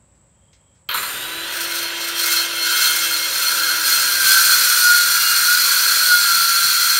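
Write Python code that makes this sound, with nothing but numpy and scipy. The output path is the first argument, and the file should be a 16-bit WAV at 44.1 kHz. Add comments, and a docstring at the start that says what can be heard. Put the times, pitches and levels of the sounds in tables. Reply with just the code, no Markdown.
"""A circular saw clatters into motion, spins up and cuts a board in a carport.
Light contact rings the steel blade; deeper in, tooth impacts excite rasp, screech and bending modes.
A tone at the tooth rate howls near blade resonances while the loaded motor slows.
Gears, brushes, rotor and fan follow the motor's turns; filtered noise and decaying blows add knocks.
Insects and a low outdoor rumble, made of coloured noise, lie beneath and are plainest before the start."""
import sys
import numpy as np
from scipy import signal
from scipy.fft import rfft, irfft, next_fast_len
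from scipy.io import wavfile
from scipy.ndimage import map_coordinates

SR = 44100
rng = np.random.default_rng(int(sys.argv[2]) if len(sys.argv) > 2 else 0)


def log_audio(samples):
    """Write samples as a 16-bit WAV file to the path given in sys.argv[1]."""
    # one column per channel
    frames = np.atleast_2d(samples).T
    # limit to full scale, then quantise
    limited = np.clip(frames, -1, 1)
    pcm = np.round(limited * 32767).astype(np.int16)
    wavfile.write(sys.argv[1], SR, pcm)


N = 308259

TEETH, GEAR_RATIO = 24, 14 / 3  # motor turns per blade turn
START_S = .885  # trigger pulled
FREE_SPEED = 338.5  # motor turns per second without load
CONTACT_S, ENTERED_S = 1.36, 1.54  # teeth first touch the board, and are fully on it

# Bending modes of the blade: mode_hz, width_hz, relative_db
BENDING_MODES = [(1310, 50, -10), (1372, 35, -3), (1440, 24, 1), (1555, 40, -2), (1630, 24, -4)]
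# How hard the teeth bite: time_s, bite_db
BITE_FORCE = [(1.45, -35), (1.48, -30), (1.83, -27), (1.93, -34), (2.03, -28), (2.13, -32), (2.2, -22),
              (2.36, -20), (2.5, -30), (2.82, -19), (3.28, -24), (3.45, -21), (3.82, -23), (3.87, -18),
              (4.19, -21), (4.27, -15), (4.94, -18), (6.98, -19)]


def amp(db):
    """Logarithmic level: decibels to linear gain."""
    return 10 ** (np.asarray(db) / 20)


def unit(x):
    """Power normalisation: scale to rms 1."""
    return x / np.sqrt(np.mean(x ** 2) + 1e-20)


def along(points, hz):
    """Logarithmic frequency: read (Hz, value) points on a log axis."""
    f, v = np.transpose(points)
    return np.interp(np.log(hz + 1), np.log(f + 1), v)


def curves(rows):
    """Linear interpolation: one value per sample for each column after the time."""
    s, *cols = np.transpose(rows)
    return [np.interp(np.arange(N) / SR, s, c) for c in cols]


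def ramp(start, end):
    """Linear onset: rises from 0 to 1 between two times."""
    return np.clip((np.arange(N) / SR - start) / max(end - start, 1 / SR), 0, 1)


def blows(events):
    """Exponential decay: each (s, dB, length s) blow falls by 60 dB in its length."""
    t = np.arange(N) / SR
    return sum((t >= s) * amp(db - 60 * np.abs(t - s) / length) for s, db, length in events)


def swells(events):
    """Gaussian modulation: sum of (s, dB, half-length s) bell-shaped level changes, in dB."""
    t = np.arange(N) / SR
    return sum(db * np.exp(-((t - s) / half) ** 2) for s, db, half in events)


def wobble(rate):
    """Band-limited fluctuation: a smooth random curve with rate knots a second."""
    knots = rng.standard_normal(int(N * rate / SR) + 4)
    return map_coordinates(knots, [np.arange(N) * rate / SR])


def noise():
    """Flat power spectrum: fresh white noise."""
    return rng.standard_normal(N)


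def filtered(x, response):
    """Linear filtering: multiply the spectrum of x by a response of frequency."""
    size = next_fast_len(N + SR // 2)
    return irfft(rfft(x, size) * response(np.fft.rfftfreq(size, 1 / SR)), size)[:N]


def coloured(x, spectrum):
    """Spectral shaping: x through a broad (Hz, dB) spectrum, at rms 1."""
    return unit(filtered(x, lambda hz: amp(along(spectrum, hz))))


def resonate(x, modes):
    """Modal superposition: x through (Hz, width Hz, dB) modes, weak below the lowest, at rms 1."""
    lowest = min(mode[0] for mode in modes)

    def response(f):
        total = 0
        for k, (centre, width, db) in enumerate(modes):
            damping = 1j * f * width
            # neighbouring modes have opposite signs
            total = total + (-1) ** k * amp(db) * damping / (centre * centre - f * f + damping)
        return total * np.minimum(f / lowest, 1) ** 2

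    return unit(filtered(x, response))


def impacts(cycles, depth):
    """Amplitude modulation: noise that bursts once a cycle, at rms 1."""
    return unit(noise() * np.exp(depth * np.cos(2 * np.pi * cycles)))


def outdoors():
    """Superposed noise bands: distant rumble, faint drone, insects and a brief thin tone."""
    # Rumble level: time_s, level_db
    rumble_level = [(0, -57.5), (2.3, -59.5), (4.6, -56), (5.6, -66), (6.99, -66)]
    # Rumble spectrum: frequency_hz, relative_density_db
    rumble_spectrum = [(20, -56), (54, -1.5), (100, -4.5), (175, -8), (250, -15.5), (430, -22), (560, -18),
                       (740, -24), (950, -21), (1200, -26), (2500, -31), (4500, -38), (6000, -38),
                       (12000, -52)]
    # Insect band: frequency_hz, relative_density_db
    insect_spectrum = [(6000, -37), (7100, -13), (7850, 0), (8300, -9), (9000, -32), (14000, -42)]
    rumble_db, = curves(rumble_level)
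    rumble = amp(rumble_db) * coloured(noise(), rumble_spectrum)
    drone = amp(-73) * resonate(noise(), [(555, 8.3, 0)])
    insects = amp(-62.0) * coloured(noise(), insect_spectrum)
    thin_db, = curves([(.25, -100), (.4, -72), (.62, -72), (.76, -73), (.85, -95)])
    thin = amp(thin_db) * resonate(noise(), [(3210, 70, 0)])
    return rumble + drone + insects + thin


def carport(x):
    """Reverberation: roof and walls answer with decaying noise whose high treble dies first."""
    # Decay time of the reflections: frequency_hz, t60_s
    decay_times = [(200, 0.27), (2000, 0.32), (12000, 0.066)]
    hz, t, z = signal.stft(rng.standard_normal(SR // 2), SR, nperseg=256)
    decay = amp(-60 * t / along(decay_times, hz)[:, None])
    tail = signal.istft(z * decay, SR, nperseg=256)[1]
    return signal.fftconvolve(x, tail / np.linalg.norm(tail))[:N]


def handling():
    """Light impact: the saw's shoe ticks against the board as it is lined up."""
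    # Ticks before the start: start_s, level_db, decay_60db_s
    ticks = [(.15, -73, .2), (.53, -53.5, 0.14), (.75, -66, .25)]
    return blows(ticks) * coloured(noise(), [(700, -25), (1700, -2), (6500, 0), (11000, -25)])


def squeak():
    """Phase modulation: a brief, slightly unsteady squeak in the cut rises quickly and fades."""
    pitch_hz, level_db = 1110, -36
    start_s, rise_s, fade_s = 5.63, .03, .28
    envelope = ramp(start_s, start_s + rise_s) * (1 - ramp(start_s, start_s + fade_s))
    phase = 2 * np.pi * pitch_hz * np.arange(N) / SR + .6 * wobble(25)
    return amp(level_db) * envelope * unit(np.sin(phase))


def backlash():
    """Impact excitation: slack gear teeth slam and shake the housing; the first jolt rings the guard."""
    # Knocks as the motor takes up the blade: start_s, level_db, decay_60db_s
    knocks = [(.8905, -18, .04), (.901, -23, 0.05), (.912, -19.5, 0.18), (.944, -19.5, 0.12),
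              (.959, -28, 0.11), (.974, -22, 0.066), (1.029, -24, 0.24)]
    # Housing spectrum: frequency_hz, relative_density_db
    housing_spectrum = [(120, -56), (200, -26), (282, -26), (338, -49), (419, -31), (761, -50), (929, -7),
                        (1290, 1), (1750, -5.5), (3540, -12.5), (4310, 2), (4980, -51), (10300, -30),
                        (12300, -11), (15000, -17)]
    housing = blows(knocks) * coloured(noise(), housing_spectrum)
    guard_modes = [(3130, 150, -1), (3520, 140, -5), (4450, 110, -15)]
    guard = blows([(.8895, -20, 0.065)]) * resonate(noise(), guard_modes)
    return housing + guard


def rotor_hum(turns, speed):
    """Rotational harmonics: the rotor hums at one to three times its turn rate, louder with speed."""
    free_db, sag_db = -42.3, .32  # level at free speed; dB lost per turn a second below it
    # Brief dips in level: time_s, change_db, half_length_s
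    dips = [(1.52, -14, .04), (2.85, -6, .08), (3.42, -11, .13), (5.85, -10, .2)]
    hum_db = free_db - sag_db * (FREE_SPEED - speed) + swells(dips)
    angle = 2 * np.pi * turns
    harmonics = np.sin(angle) + amp(-11) * np.sin(2 * angle) + amp(-17) * np.sin(3 * angle)
    return amp(hum_db) * unit(harmonics)


def fan_whistle(turns):
    """Blade-passing tone: a twelve-bladed fan on the rotor whistles, far fainter once cutting begins."""
    level_db, cutting_change_db = -36.5, -20
    entry_s, rise_s = 1.09, .08
    fan_db = level_db + cutting_change_db * ramp(1.45, 1.53)
    tone = unit(np.sin(12 * 2 * np.pi * turns))
    return ramp(entry_s, entry_s + rise_s) * amp(fan_db + wobble(26.6)) * tone


def gear_rattle(turns, speed, allowed_speed):
    """Contact modulation: gears rattle once a turn, more as they run up, less when load holds them."""
    free_db, sag_db = -29.7, 7.2  # level at free speed; dB lost when bogged down
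    bogged_speed = 270  # motor turns per second
    # Gear spectrum: frequency_hz, relative_density_db
    gear_spectrum = [(88, -48), (150, -17), (199, -23), (320, -11), (363, -13.5), (564, -4.5), (773, -12.5),
                     (980, -5), (1060, -9.5), (1600, 2), (2190, -6.5), (2730, -2), (3860, -3.5),
                     (4740, -10.5), (6500, -16), (8450, -38), (14300, -120)]
    load = (FREE_SPEED - allowed_speed) / (FREE_SPEED - bogged_speed)
    run_up = (1 + speed / allowed_speed) / 2
    level = amp(free_db - sag_db * load ** 2) * run_up
    return level * coloured(impacts(turns, depth=0.46), gear_spectrum)


def brush_hiss(turns):
    """Commutation noise: brushes spark twice a turn, most strongly under the starting current."""
    # Brush spectrum: frequency_hz, relative_density_db
    brush_spectrum = [(4500, -8), (6400, -8), (7300, 2), (7750, -7), (8900, 6), (10500, -9), (12200, 4),
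                      (14500, -6), (15800, -10)]
    surge = blows([(.94, -27, 2.4)])
    level = amp(-43) + surge
    return level * coloured(impacts(2 * turns, depth=0.41), brush_spectrum)


def motor(turns, speed, allowed_speed):
    """Source superposition: gear rattle and brush hiss start together just after the trigger is pulled."""
    running = ramp(START_S + .003, START_S + .007)
    return running * (gear_rattle(turns, speed, allowed_speed) + brush_hiss(turns))


def board(blade_turns):
    """Forced vibration: run-out shakes the board, its thrum moving from second to third order."""
    over_bite_db, from_s = -38, 2.75
    # The board shakes harder: time_s, change_db, half_length_s
    thrums = [(4.27, 6, .06), (6.38, 8, .06), (6.66, 6, .08)]
    bite_db, = curves(BITE_FORCE)
    shift, = curves([(5, 0.11), (5.4, 1)])
    angle = 2 * np.pi * blade_turns
    second = (1 - 0.91 * shift) * np.sin(2 * angle)
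    third = (0.19 + 0.93 * shift) * np.sin(3 * angle)
    thrum = second + third + 0.39 * np.sin(4 * angle)
    wood = resonate(noise(), [(135, 17, -0.88), (162, 24, 0), (253, 12, -1.2)])
    level = amp(bite_db + over_bite_db + swells(thrums) + 1.7 * wobble(12))
    return ramp(from_s, from_s + .1) * level * (thrum + wood / 2)


def howl(blade_turns, tooth_hz):
    """Resonance: the tooth-rate tone swells at bending modes; unequal teeth add lines one turn rate apart."""
    # Drive of the howl on a bending mode: time_s, drive_db
    push = [(3.8, -40), (4.1, -18.5), (4.45, -18.5), (4.97, -13.5), (5.25, -21), (5.52, -20), (5.85, -28),
            (6.14, -13), (6.35, -20), (7, -28)]
    push_db, = curves(push)
    in_tune = sum(amp(db) / (1 + (2 * (tooth_hz - hz) / width) ** 2)
                  for hz, width, db in BENDING_MODES)
    load, = curves([(3.6, 0.02), (4.3, 1)])
    angle = 2 * np.pi * blade_turns
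    tooth = TEETH * angle + .12 * wobble(70)
    tone = in_tune * amp(push_db + .8 * wobble(60)) * unit(np.sin(tooth))
    octave_db = -44 + swells([(5.3, 14, .15)])  # the octave sings out where the motor first bogs down
    octave = amp(octave_db + 2.2 * wobble(7)) * unit(np.sin(2 * tooth + 0.33 * wobble(34)))
    unequal = sum(amp(-46 + 4 * wobble(7)) * np.sin(order * angle + wobble(9))
                  for order in range(22, 43))
    return ramp(CONTACT_S, ENTERED_S) * (tone + load * (octave + amp(-1) * unequal))


def follow(bite_db, grows):
    """Power-law growth: a layer gains grows dB per dB of bite, pivoting on a full cut."""
    full_bite_db = -19
    return full_bite_db + grows * (bite_db - full_bite_db)


def torn_wood(bite_db, strikes):
    """Fracture noise: teeth tear fibres into a rasp and grab at the board's edge."""
    # Grabs at the edge: start_s, level_db, decay_60db_s
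    catches = [(1.523, -27, 0.12), (1.603, -26, 0.14), (1.744, -27, 0.15), (1.829, -27, 0.14),
               (2.069, -34, .14), (2.259, -20, 0.1), (2.316, -25, 0.12), (2.357, -25, 0.084)]
    # Torn wood spectrum: frequency_hz, relative_density_db
    rasp_spectrum = [(60, -48), (130, -29), (750, -19.5), (1200, -2), (2500, -1.5), (3100, -3.5), (4500, 2),
                     (5200, 2.5), (6000, 3.5), (7700, -2), (8550, 5.5), (10700, -3), (11400, 3.5),
                     (13600, 4), (15800, 0.5)]
    rasp_db = np.minimum(follow(bite_db, 1.3), bite_db) + 1.2
    return (amp(rasp_db) + blows(catches)) * coloured(strikes(), rasp_spectrum)


def kerf_modes(bite_db, strikes):
    """Modal excitation: tooth blows drive blade modes in the kerf, stronger with depth."""
    # Blade modes in the kerf, besides the rim's: mode_hz, width_hz, relative_db
    modes = [(2450, 45, -12), (3400, 80, -7), (3880, 40, -6), (4950, 80, -5), (5640, 70, -1), (5985, 55, 1),
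             (6800, 60, -5), (7295, 40, -6), (8440, 120, -5), (8740, 80, -3), (10100, 90, -5),
             (11300, 120, -7), (13500, 200, -8)]
    depth_db, = curves([(2, -10), (3.4, -2), (4.5, 0)])
    return amp(bite_db - 2.8 + depth_db) * resonate(strikes(), modes)


def rim_screech(bite_db, strikes):
    """Frictional damping: the kerf broadens the rim's two sharp modes into a growing screech."""
    # Rim modes in the kerf: mode_hz, width_hz, relative_db
    pinched_modes = [(4174, 110, 0), (4310, 42, -4), (4315, 77, -5), (4455, 110, -1.5)]
    # The rim rubs the side of the kerf and squeals: time_s, change_db, half_length_s
    rubs = [(1.85, 12, .025), (2.355, 7, .04), (2.63, 4, .025), (3.25, 5, .12), (3.47, 5, .02),
            (3.6, 5, .025), (3.71, 5, .025), (3.93, 3, .025), (4.14, 4, .025)]
    pinched, = curves([(3.3, 0.044), (4.8, 0.96)])
    sharp = resonate(strikes(), [(4165, 22, -1.3), (4280, 24, 0.51)])
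    broad = resonate(strikes(), pinched_modes)
    rim = np.sqrt(1 - pinched) * sharp + np.sqrt(pinched) * broad
    bind_db = 4.5 * ramp(4.3, 6.5)  # the kerf closes on the rim
    return amp(follow(bite_db, 1.05) - 3.6 + bind_db + swells(rubs)) * rim


def blade_flex(bite_db, strikes):
    """Bending resonance: tooth blows flex the blade, more or less as it is steered."""
    # The blade is steered: time_s, change_db, half_length_s
    twists = [(2.68, 4.5, .13), (3.3, -4, .15), (3.66, 6, .15)]
    level = amp(follow(bite_db, 1.15) - 6.5 + swells(twists))
    return level * resonate(strikes(), BENDING_MODES)


def free_ring(bite_db):
    """Modal ringing: wavering sines and noise-driven steel modes, damped while the blade is buried."""
    # Modes of the free blade: mode_hz, relative_db
    blade_modes = [(2143, -36), (2676, -39), (3047, -44), (3192, -37), (3316, -40), (3424, -43),
                   (3666, -45), (3876, -38), (4048, -43), (4161, -36), (4269, -31), (4463, -43),
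                   (4694, -48), (5060, -43), (5276, -41), (5604, -41), (5744, -45), (6029, -41),
                   (6298, -45), (6751, -46), (7321, -42), (8463, -42), (8791, -43), (9921, -43),
                   (10164, -48), (11316, -46), (11881, -48), (13501, -47)]
    # Ringing against the loosely followed bite: time_s, level_db
    ring_level = [(1.5, -9), (2.0, -4.5), (2.8, -.5), (3.3, -6), (4.2, -10), (4.7, -19), (7, -11)]
    t = np.arange(N) / SR
    steady = unit(sum(amp(db + 2 * wobble(14)) * np.sin(2 * np.pi * hz * t + .6 * wobble(25))
                      for hz, db in blade_modes))
    shaken = resonate(noise(), [(hz, 16, db) for hz, db in blade_modes])
    radiated = [(2140, -4), (2700, 1.5), (3900, 1.5), (4160, -1),
                (4270, -7), (4700, 2), (14000, 2)]  # Hz, dB
    ring_db, = curves(ring_level)
    # the steel rings on, so it follows the bite only loosely
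    return amp(follow(bite_db, .6) + ring_db) * coloured(steady + shaken, radiated)


def cutting(blade_turns):
    """Common excitation: one bite drives every layer; grain and run-out make the tooth blows flutter."""
    bite_db, = curves(BITE_FORCE)
    chatter_db, = curves([(1.5, 3.6), (2.4, 1.5), (4, 0.64)])  # the kerf comes to guide the blade
    run_out_db = 0.2 * np.sin(2 * np.pi * blade_turns)
    grain = amp(chatter_db * wobble(80) + 0.63 * wobble(500) + run_out_db)

    def strikes():
        return grain * impacts(TEETH * blade_turns, depth=0.4)

    wood = torn_wood(bite_db, strikes)
    blade = kerf_modes(bite_db, strikes) + rim_screech(bite_db, strikes) + blade_flex(bite_db, strikes)
    return ramp(CONTACT_S, ENTERED_S) * (wood + blade + free_ring(bite_db))


def scene():
    """Exponential run-up under load: the motor turns the blade through a reduction gear, in two equal channels."""
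    # Speed that the load allows: time_s, motor_turns_per_s
    load_speed = [(2.2, 338.5), (2.6, 335), (3.0, 330), (3.4, 322), (3.7, 323.5), (3.9, 314), (4.1, 310.5),
                  (4.3, 301.5), (4.52, 298.5), (4.87, 280), (5.15, 274.5), (5.43, 275.5), (5.65, 287),
                  (5.85, 295), (6.0, 289.5), (6.35, 264.5), (6.75, 269.5), (6.98, 265)]
    spin_up_s = .126  # time constant
    allowed_speed, = curves(load_speed)
    running_s = np.maximum(np.arange(N) / SR - START_S, 0)
    speed = allowed_speed * (1 - np.exp(-running_s / spin_up_s))
    turns = np.cumsum(speed) / SR
    blade_turns = turns / GEAR_RATIO
    tooth_hz = TEETH * speed / GEAR_RATIO
    clatter = motor(turns, speed, allowed_speed) + backlash() + cutting(blade_turns) + handling()
    tones = rotor_hum(turns, speed) + fan_whistle(turns)
    tones = tones + howl(blade_turns, tooth_hz) + board(blade_turns)
    reflected = amp(-6.5) * carport(clatter)
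    mono = amp(-1.0) * clatter + reflected + tones + outdoors() + squeak()
    return np.array([mono, mono])


def record(dry):
    """Saturation and band limiting: round the highest peaks, then cut the top of the spectrum."""
    top_hz, edge_hz = 15750, 200  # middle and width of the cutoff
    rounded = dry / (1 + np.abs(dry / .9) ** 8) ** (1 / 8)

    def edge(hz):
        return np.clip((top_hz - hz) / edge_hz + .5, 0, 1)

    return np.array([filtered(channel, edge) for channel in rounded])


dry = scene()
out = record(dry)
log_audio(out)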